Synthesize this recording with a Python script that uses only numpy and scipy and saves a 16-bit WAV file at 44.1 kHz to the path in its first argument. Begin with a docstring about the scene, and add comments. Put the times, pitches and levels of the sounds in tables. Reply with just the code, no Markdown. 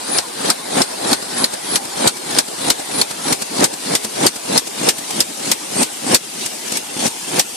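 """Turret punch press, close up

A stereo pair edges in over a steel sheet being perforated, about three strokes a second.
Before each stroke the sheet is dragged over the ball table: it rumbles and rattles ever louder,
sometimes squealing. The stripper plate pins it, the punch breaks through with a ringing crack,
and the returning ram stops with a softer clack. Hydraulics and fans run on underneath."""
import sys
import numpy as np
from scipy import signal
from scipy.fft import rfft, irfft, next_fast_len
from scipy.io import wavfile
from scipy.ndimage import uniform_filter1d, map_coordinates

SR = 44100
rng = np.random.default_rng(int(sys.argv[2]) if len(sys.argv) > 2 else 0)


def store_pcm(level_fs):
    """Save levels as 16-bit WAV."""
    pcm = np.round(np.clip(level_fs, -1, 1) * 32767).astype(np.int16)
    wavfile.write(sys.argv[1], SR, np.atleast_2d(pcm).T)


N = 333396
TIME = np.arange(N) / SR


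def amp(db):
    """Decibels to gain."""
    return np.exp(np.maximum(db, -300) * np.log(10) / 20)


def unit(x):
    """Scaled to rms 1."""
    return x / np.sqrt(np.mean(x ** 2) + 1e-20)


def along(points, hz):
    """(Hz, value) points joined on a log axis."""
    f, v = np.transpose(points)
    return np.interp(np.log(hz + 1), np.log(f + 1), v)


def wobble(rate):
    """A smooth random curve, rate knots a second."""
    return map_coordinates(rng.standard_normal(int(N * rate / SR) + 4), [TIME * rate])


def filtered(x, response):
    """x times a complex response of frequency."""
    size = next_fast_len(N + SR // 2)
    return irfft(rfft(x, size) * response(np.fft.rfftfreq(size, 1 / SR)), size)[..., :N]


def noise():
    """Two unrelated white noises."""
    return rng.standard_normal((2, N))


def contacts(rate, spread_db, smooth):
    """Random tiny impacts of uneven size, blended with a share of smooth rubbing."""
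    hits = (rng.random(N) < rate / SR) * amp(spread_db * rng.standard_normal(N)) * noise()
    return np.sqrt(1 - smooth) * unit(hits) + np.sqrt(smooth) * noise()


def patchy(x, depth_db):
    """Narrow bands swell and fade at random, giving the noise a flickering, faintly tonal grain."""
    bands = signal.stft(x, nperseg=512)[2]
    flicker = uniform_filter1d(rng.standard_normal(bands.shape[1:]), size=2, axis=0)
    flicker = uniform_filter1d(flicker, size=7, axis=1)
    return signal.istft(bands * amp(depth_db * unit(flicker)), nperseg=512)[1][:, :N]


def swell(s, growth, t60):
    """Grows by growth dB/s up to time s, passing gain 1 at 26 ms before it, then dies."""
    t = TIME - s
    return amp((np.minimum(t, 0) + 0.026) * growth - 60 * np.maximum(t, 0) / t60)


def burst(s, rise, hold, t60):
    """A blow at time s: climbs its last 20 dB over rise seconds, holds, then dies."""
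    t = TIME - s
    return amp(-20 * np.maximum(-t, 0) / rise - 60 * np.maximum(t - hold, 0) / t60)


def together(gains):
    """Unrelated sounds add in power."""
    return np.sqrt(sum(g ** 2 for g in gains))


# likeness of the two microphones: f/Hz, coherence (capped at 1)
MIC_COHERENCE = [(50, 0.8), (140, 1), (250, 1.3), (400, 1.18), (650, 0.536), (1000, -0.16), (2000, 0.27),
                 (5000, 0.21), (9000, 0.24), (13000, 0.22)]
# lead of the left microphone: f/Hz, phase/rad
MIC_LEAD = [(100, -0.2), (260, 0.14), (360, 1.38), (450, 2), (620, 3), (850, 4), (1250, 2 * np.pi)]
# left microphone over right: f/Hz, level/dB
MIC_BALANCE = [(90, 6), (250, 0), (1500, .3), (4300, 3.5), (6000, 5), (7000, 4), (8200, -1.5), (9500, 1),
               (11000, 6), (13500, 16.5)]

def at_mics(drive, spectrum, widen=0.7, delay_s=.00995):
    """Two drives coloured by a body and placed between the microphones, at rms 1."""
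    def mid_and_side(hz):
        angle = np.arccos(np.clip(along(MIC_COHERENCE, hz), -1, 1)) / 2
        return amp(along(spectrum, hz)) * [np.cos(angle), np.sin(angle)]

    def left_and_right(hz):
        tilt = amp(along(MIC_BALANCE, hz) / 2)
        return np.array([tilt * np.exp(1j * along(MIC_LEAD, hz)), 1 / tilt])

    mid, side = filtered(drive, mid_and_side)
    left, right = filtered(np.array([mid + side, mid - side]), left_and_right)
    # a 10 ms delayed copy of the side signal widens the stereo image
    delayed_side = widen * np.roll(left - right, round(delay_s * SR))
    wide = (left - right + delayed_side) / np.hypot(1, widen)
    return unit(np.array([left + right + wide, left + right - wide]))


# spectrum of the running press, behind the strokes: f/Hz, level/dB
MACHINE_SPECTRUM = [(30, -64), (70, -23), (120, -17), (180, -6.5), (280, -1), (480, 1), (800, 0.5),
                    (1300, -7.5), (2700, -7.5), (4300, -6), (6800, -8), (9000, -3.5), (11000, -10.5),
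                    (13000, -23)]

def machine():
    """Hydraulics and fans rush steadily, with a slight throb in the bass."""
    rush = at_mics(patchy(noise(), depth_db=3.13), MACHINE_SPECTRUM)
    bass = filtered(rush, lambda hz: 1 / (1 + (hz / 400) ** 4))
    throb = amp(3 * wobble(35))
    return amp(-27.5 + 0.42 * wobble(4.6)) * (rush - bass + bass * throb)


def by_drag(drag_db, usual, per_db):
    """A quantity that rises with the drag from its usual value at -22.5 dB."""
    return usual + per_db * (drag_db + 22.5)


def sliding(s, lead_s=.11, waiting_db=-3):
    """Gain that steps up as the sheet starts to move toward the stroke at time s."""
    return amp(waiting_db * np.clip((s - lead_s - TIME) / .02, 0, 1))


# one stroke per hole: t/s, crack level/dB, drag level/dB, ring level/dB (each within its own layer)
STROKES = [(0.184, -13.5, -28, -14), (0.5011, -9, -24.5, -14), (0.817, -13, -18.5, -11.5),
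           (1.129, -11, -20.5, -15), (1.441, -13, -25, -8), (1.7567, -11, -28.5, -16),
           (2.0733, -6, -19, -15), (2.3854, -6, -24.5, -22), (2.701, -7, -23.5, -24),
           (3.0137, -12, -24, -8.5), (3.325, -12, -23, -28), (3.6407, -5.5, -18.5, -22),
           (3.951, -11, -23, -28), (4.2645, -5.5, -15.5, -30), (4.5762, -8.5, -19, -9),
           (4.888, -4.5, -20.5, -17), (5.2039, -9, -27, -10), (5.515, -9, -26.5, -18),
           (5.829, -13.5, -18.5, -30), (6.1453, 0, -15, -24), (6.4602, -20.5, -35, -32),
           (6.77, -18, -30.5, -30), (7.064, -18.5, -19.5, -32), (7.3943, -6.5, -19, -22)]
# spectrum of the sheet flapping on the table: f/Hz, level/dB
RUMBLE_SPECTRUM = [(40, -61), (80, -25), (120, -9), (190, -1.5), (260, 2), (400, -1.5), (520, 1.5),
                   (650, -2), (850, -5), (1200, -12.5), (2500, -17), (6000, -45)]

def sheet_rumble(clamp_lead_s=.013):
    """The moving sheet flaps ever louder, until the stripper plate pins it with a knock."""
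    flaps = []
    for s, _, drag_db, _ in STROKES:
        growth = by_drag(drag_db, usual=131, per_db=6.8)
        flaps.append(amp(drag_db) * sliding(s) * swell(s - .003, growth, t60=.045))
        flaps.append(amp(drag_db - 1) * burst(s - clamp_lead_s, rise=.006, hold=.0096, t60=.04))
    knocks = contacts(rate=350, spread_db=-0.3, smooth=0.48)
    return amp(2.05) * together(flaps) * at_mics(knocks, RUMBLE_SPECTRUM)


# spectrum of the sheet on the table's balls: f/Hz, level/dB
RATTLE_SPECTRUM = [(300, -39), (800, -2), (1500, -3), (2700, -2.5), (4300, 1.5), (6800, -3), (8500, 0.5),
                   (9800, -0.5), (11500, -11.5), (13500, -31)]

def sheet_rattle(close_db=-2):
    """Hole edges chatter over the balls, a little softer as the microphones move in."""
    chatters = []
    for s, _, drag_db, _ in STROKES:
        db = by_drag(drag_db, usual=-20, per_db=0.41) + close_db * closeness(s)
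        growth = by_drag(drag_db, usual=94, per_db=4)
        chatters.append(amp(db) * sliding(s) * swell(s - .004, growth, t60=.14))
    scrapes = patchy(contacts(rate=3600, spread_db=3.5, smooth=0.79), depth_db=4)
    flutter = amp(-0.03 + 1.53 * wobble(120))
    return together(chatters) * at_mics(scrapes, RATTLE_SPECTRUM) * flutter


# drags that squeal: end t/s, f/Hz, level/dB
SQUEALING_DRAGS = [(.18, 9880, -19.5), (1.125, 10100, -29), (1.44, 10170, -23.5), (1.765, 10140, -21.5),
                   (2.7, 10300, -35), (3.015, 10330, -23), (3.315, 10200, -27.5), (4.58, 10750, -32),
                   (5.83, 8540, -20)]

def squeals(width_hz=130, hold_s=.052):
    """Stick and slip excites one narrow high resonance until the sheet is pinned."""
    out = np.zeros((2, N))
    for end, hz, db in SQUEALING_DRAGS:
        resonance = unit(filtered(noise(), lambda f: 1 / (1 + ((f - hz) / width_hz) ** 2)))
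        out += amp(db) * resonance * burst(end - hold_s, rise=.061, hold=hold_s, t60=.06)
    return out


# extra sharp blows: slaps of the sheet on the table, the last the late crack of the 7.06 s stroke: t/s,
# relative level/dB
EXTRA_BLOWS = [(2.931, -31), (5.107, -21.5), (6.721, -20), (7.077, -21)]
# strength of the ram's clack over time: t/s, level/dB
RAM_LEVEL = [(.5, -34), (1.45, -22.5), (1.8, -26.5), (2.7, -26), (3.3, -19), (3.64, -22.5), (3.95, -19),
             (4.3, -24), (4.9, -22.5), (5.2, -35)]

def clacks(return_s=.0967):
    """The ram slides back up and stops with a clack; now and then the sheet slaps the table or a crack lands
    late."""
    blows = [amp(db + 2.5) * burst(s, rise=.0023, hold=.0035, t60=.044) for s, db in EXTRA_BLOWS]
    for s, *_ in STROKES:
        db = np.interp(s, *np.transpose(RAM_LEVEL))
        clack = amp(db) * burst(s + return_s, rise=.004, hold=.0034, t60=.055)
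        slide = amp(db - 3) * burst(s + return_s, rise=.04, hold=.002, t60=.05)
        blows += [clack, slide]
    steel = at_mics(noise(), CRACK_SPECTRUM)
    body = amp(-6) * at_mics(noise(), RUMBLE_SPECTRUM)
    return together(blows) * (steel + body)


# modes of the punched steel: f/Hz, relative level/dB
STEEL_MODES = [(4340, 2), (4410, 2.5), (4480, 3), (5030, 5), (5100, 1), (5240, 6), (5320, 2), (5400, 7)]
# where the steel rings best as the punch travels over it: t/s, f/Hz
RING_CENTRE = [(.5, 5030), (.82, 5320), (1.12, 4400), (3.1, 4400), (4.5, 5320)]

def steel_ring(detune=.0053, t60=.032, focus_hz=200):
    """Every stroke rings the steel's modes before the stripper plate damps them."""
    out, t = np.zeros((2, N)), np.arange(SR // 8) / SR
    hz, mode_db = np.transpose(STEEL_MODES)
    envelope = (1 - np.exp(-t / .00015)) * amp(-60 * t / t60)
    for s, _, _, ring_db in STROKES:
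        modes = hz * (1 + detune * rng.standard_normal(len(hz)))
        centre_hz = np.interp(s, *np.transpose(RING_CENTRE))
        gains = amp(mode_db) / (1 + ((hz - centre_hz) / focus_hz) ** 2)
        phase = rng.uniform(0, 2 * np.pi, (len(hz), 1))
        mic_phase = rng.normal(0, 1, (2, len(hz), 1))
        tone = gains @ np.sin(2 * np.pi * modes[:, None] * t + phase + mic_phase)
        start = round((s + .001) * SR)
        out[:, start:start + len(t)] += amp(ring_db) * envelope * tone
    return out * amp([[2.5], [-.5]])  # louder in the left microphone


# spectrum of the press frame: f/Hz, level/dB
FRAME_SPECTRUM = [(15, -15), (30, -11), (70, 0), (130, 21), (300, -30)]

def frame_thump(usual_db=-44, usual_crack_db=-9.5):
    """The frame thumps with each stroke, harder under a louder crack."""
    blows = np.zeros(N)
    for s, crack_db, *_ in STROKES:
        db = usual_db + 0.7 * (crack_db - usual_crack_db)
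        blows += amp(db) * burst(s - .008, rise=.023, hold=.022, t60=.07)
    return blows * at_mics(noise(), FRAME_SPECTRUM)


# spectrum of struck steel at close range: f/Hz, level/dB
CRACK_SPECTRUM = [(80, -34), (200, -8), (500, -2), (900, -7), (1400, -10), (2000, -7), (3200, -7),
                  (4300, -2), (5200, -3), (6300, -4.5), (8400, 0), (10500, -6.5), (13500, -19)]

def punch_crack(dispersion=.18, treble_db=-1.2):
    """The punch breaks through; the crack runs through the sheet as bending waves, highs first."""
    def bending(hz):
        lag_cycles = dispersion * (2 * np.sqrt(hz + 600) - hz / np.sqrt(9000))
        return np.exp(-2j * np.pi * lag_cycles)

    blows = np.zeros(N)
    for s, crack_db, *_ in STROKES:
        snap = burst(s, rise=.0006, hold=.004, t60=.035)
        shudder = amp(-14) * burst(s, rise=.0006, hold=.021, t60=.06)
        blows += amp(crack_db) * (snap + shudder)
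    steel = at_mics(patchy(noise(), depth_db=2.5), CRACK_SPECTRUM)
    body = filtered(steel, lambda hz: 1 / (1 + (hz / 6500) ** 8))
    crack = blows * (body + amp(treble_db) * (steel - body))
    return amp(2.5) * filtered(crack, bending)


# the microphones' path in over the sheet: t/s, closeness (0 far, 1 near)
MIC_PATH = [(0, 0), (1.4, 0.11), (2.4, 0.3), (4.2, 0.56), (6, 0.77), (7.5, 0.92)]

def closeness(s):
    """How far the microphones have moved in at time s."""
    return np.interp(s, *np.transpose(MIC_PATH))


# colour gained from midway to the nearest position: f/Hz, level/dB
NEAR_COLOUR = [(60, -1), (140, -0.5), (300, -0.5), (800, -3), (1600, -3.5), (2800, 2), (4300, -2),
               (6000, 2), (9800, -0.5), (12000, 2)]

def approach(x):
    """The colour shifts as the microphones near the sheet."""
    close = closeness(TIME)
    near = filtered(x, lambda hz: amp(along(NEAR_COLOUR, hz)))
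    far = filtered(x, lambda hz: amp(-along(NEAR_COLOUR, hz)))
    return close * near + (1 - close) * far


def scene():
    """The whole press, heard from beside the ball table."""
    press = machine() + sheet_rumble() + sheet_rattle() + punch_crack() + frame_thump() + clacks()
    return approach(press) + steel_ring() + squeals()


def record(dry, threshold_db=-13, slope=0.42, recovery_db_per_s=16, ceiling=0.98, top_hz=14150):
    """Gain control ducks after the loudest strokes; peaks are rounded and the band is limited."""
    power = signal.lfilter([1], [1, -np.exp(-1 / (0.08 * SR))], np.mean(dry ** 2, 0)) / (0.035 * SR)
    cut_db = slope * np.maximum(10 * np.log10(power + 1e-12) - threshold_db, 0)
    recovery_db = recovery_db_per_s * TIME
    duck_db = np.maximum.accumulate(cut_db + recovery_db) - recovery_db
    ducked = dry * amp(-duck_db)
    rounded = ducked / (1 + np.abs(ducked / ceiling) ** 6) ** (1 / 6)
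    return filtered(rounded, lambda hz: hz < top_hz)


dry = scene()
out = record(dry)
store_pcm(out)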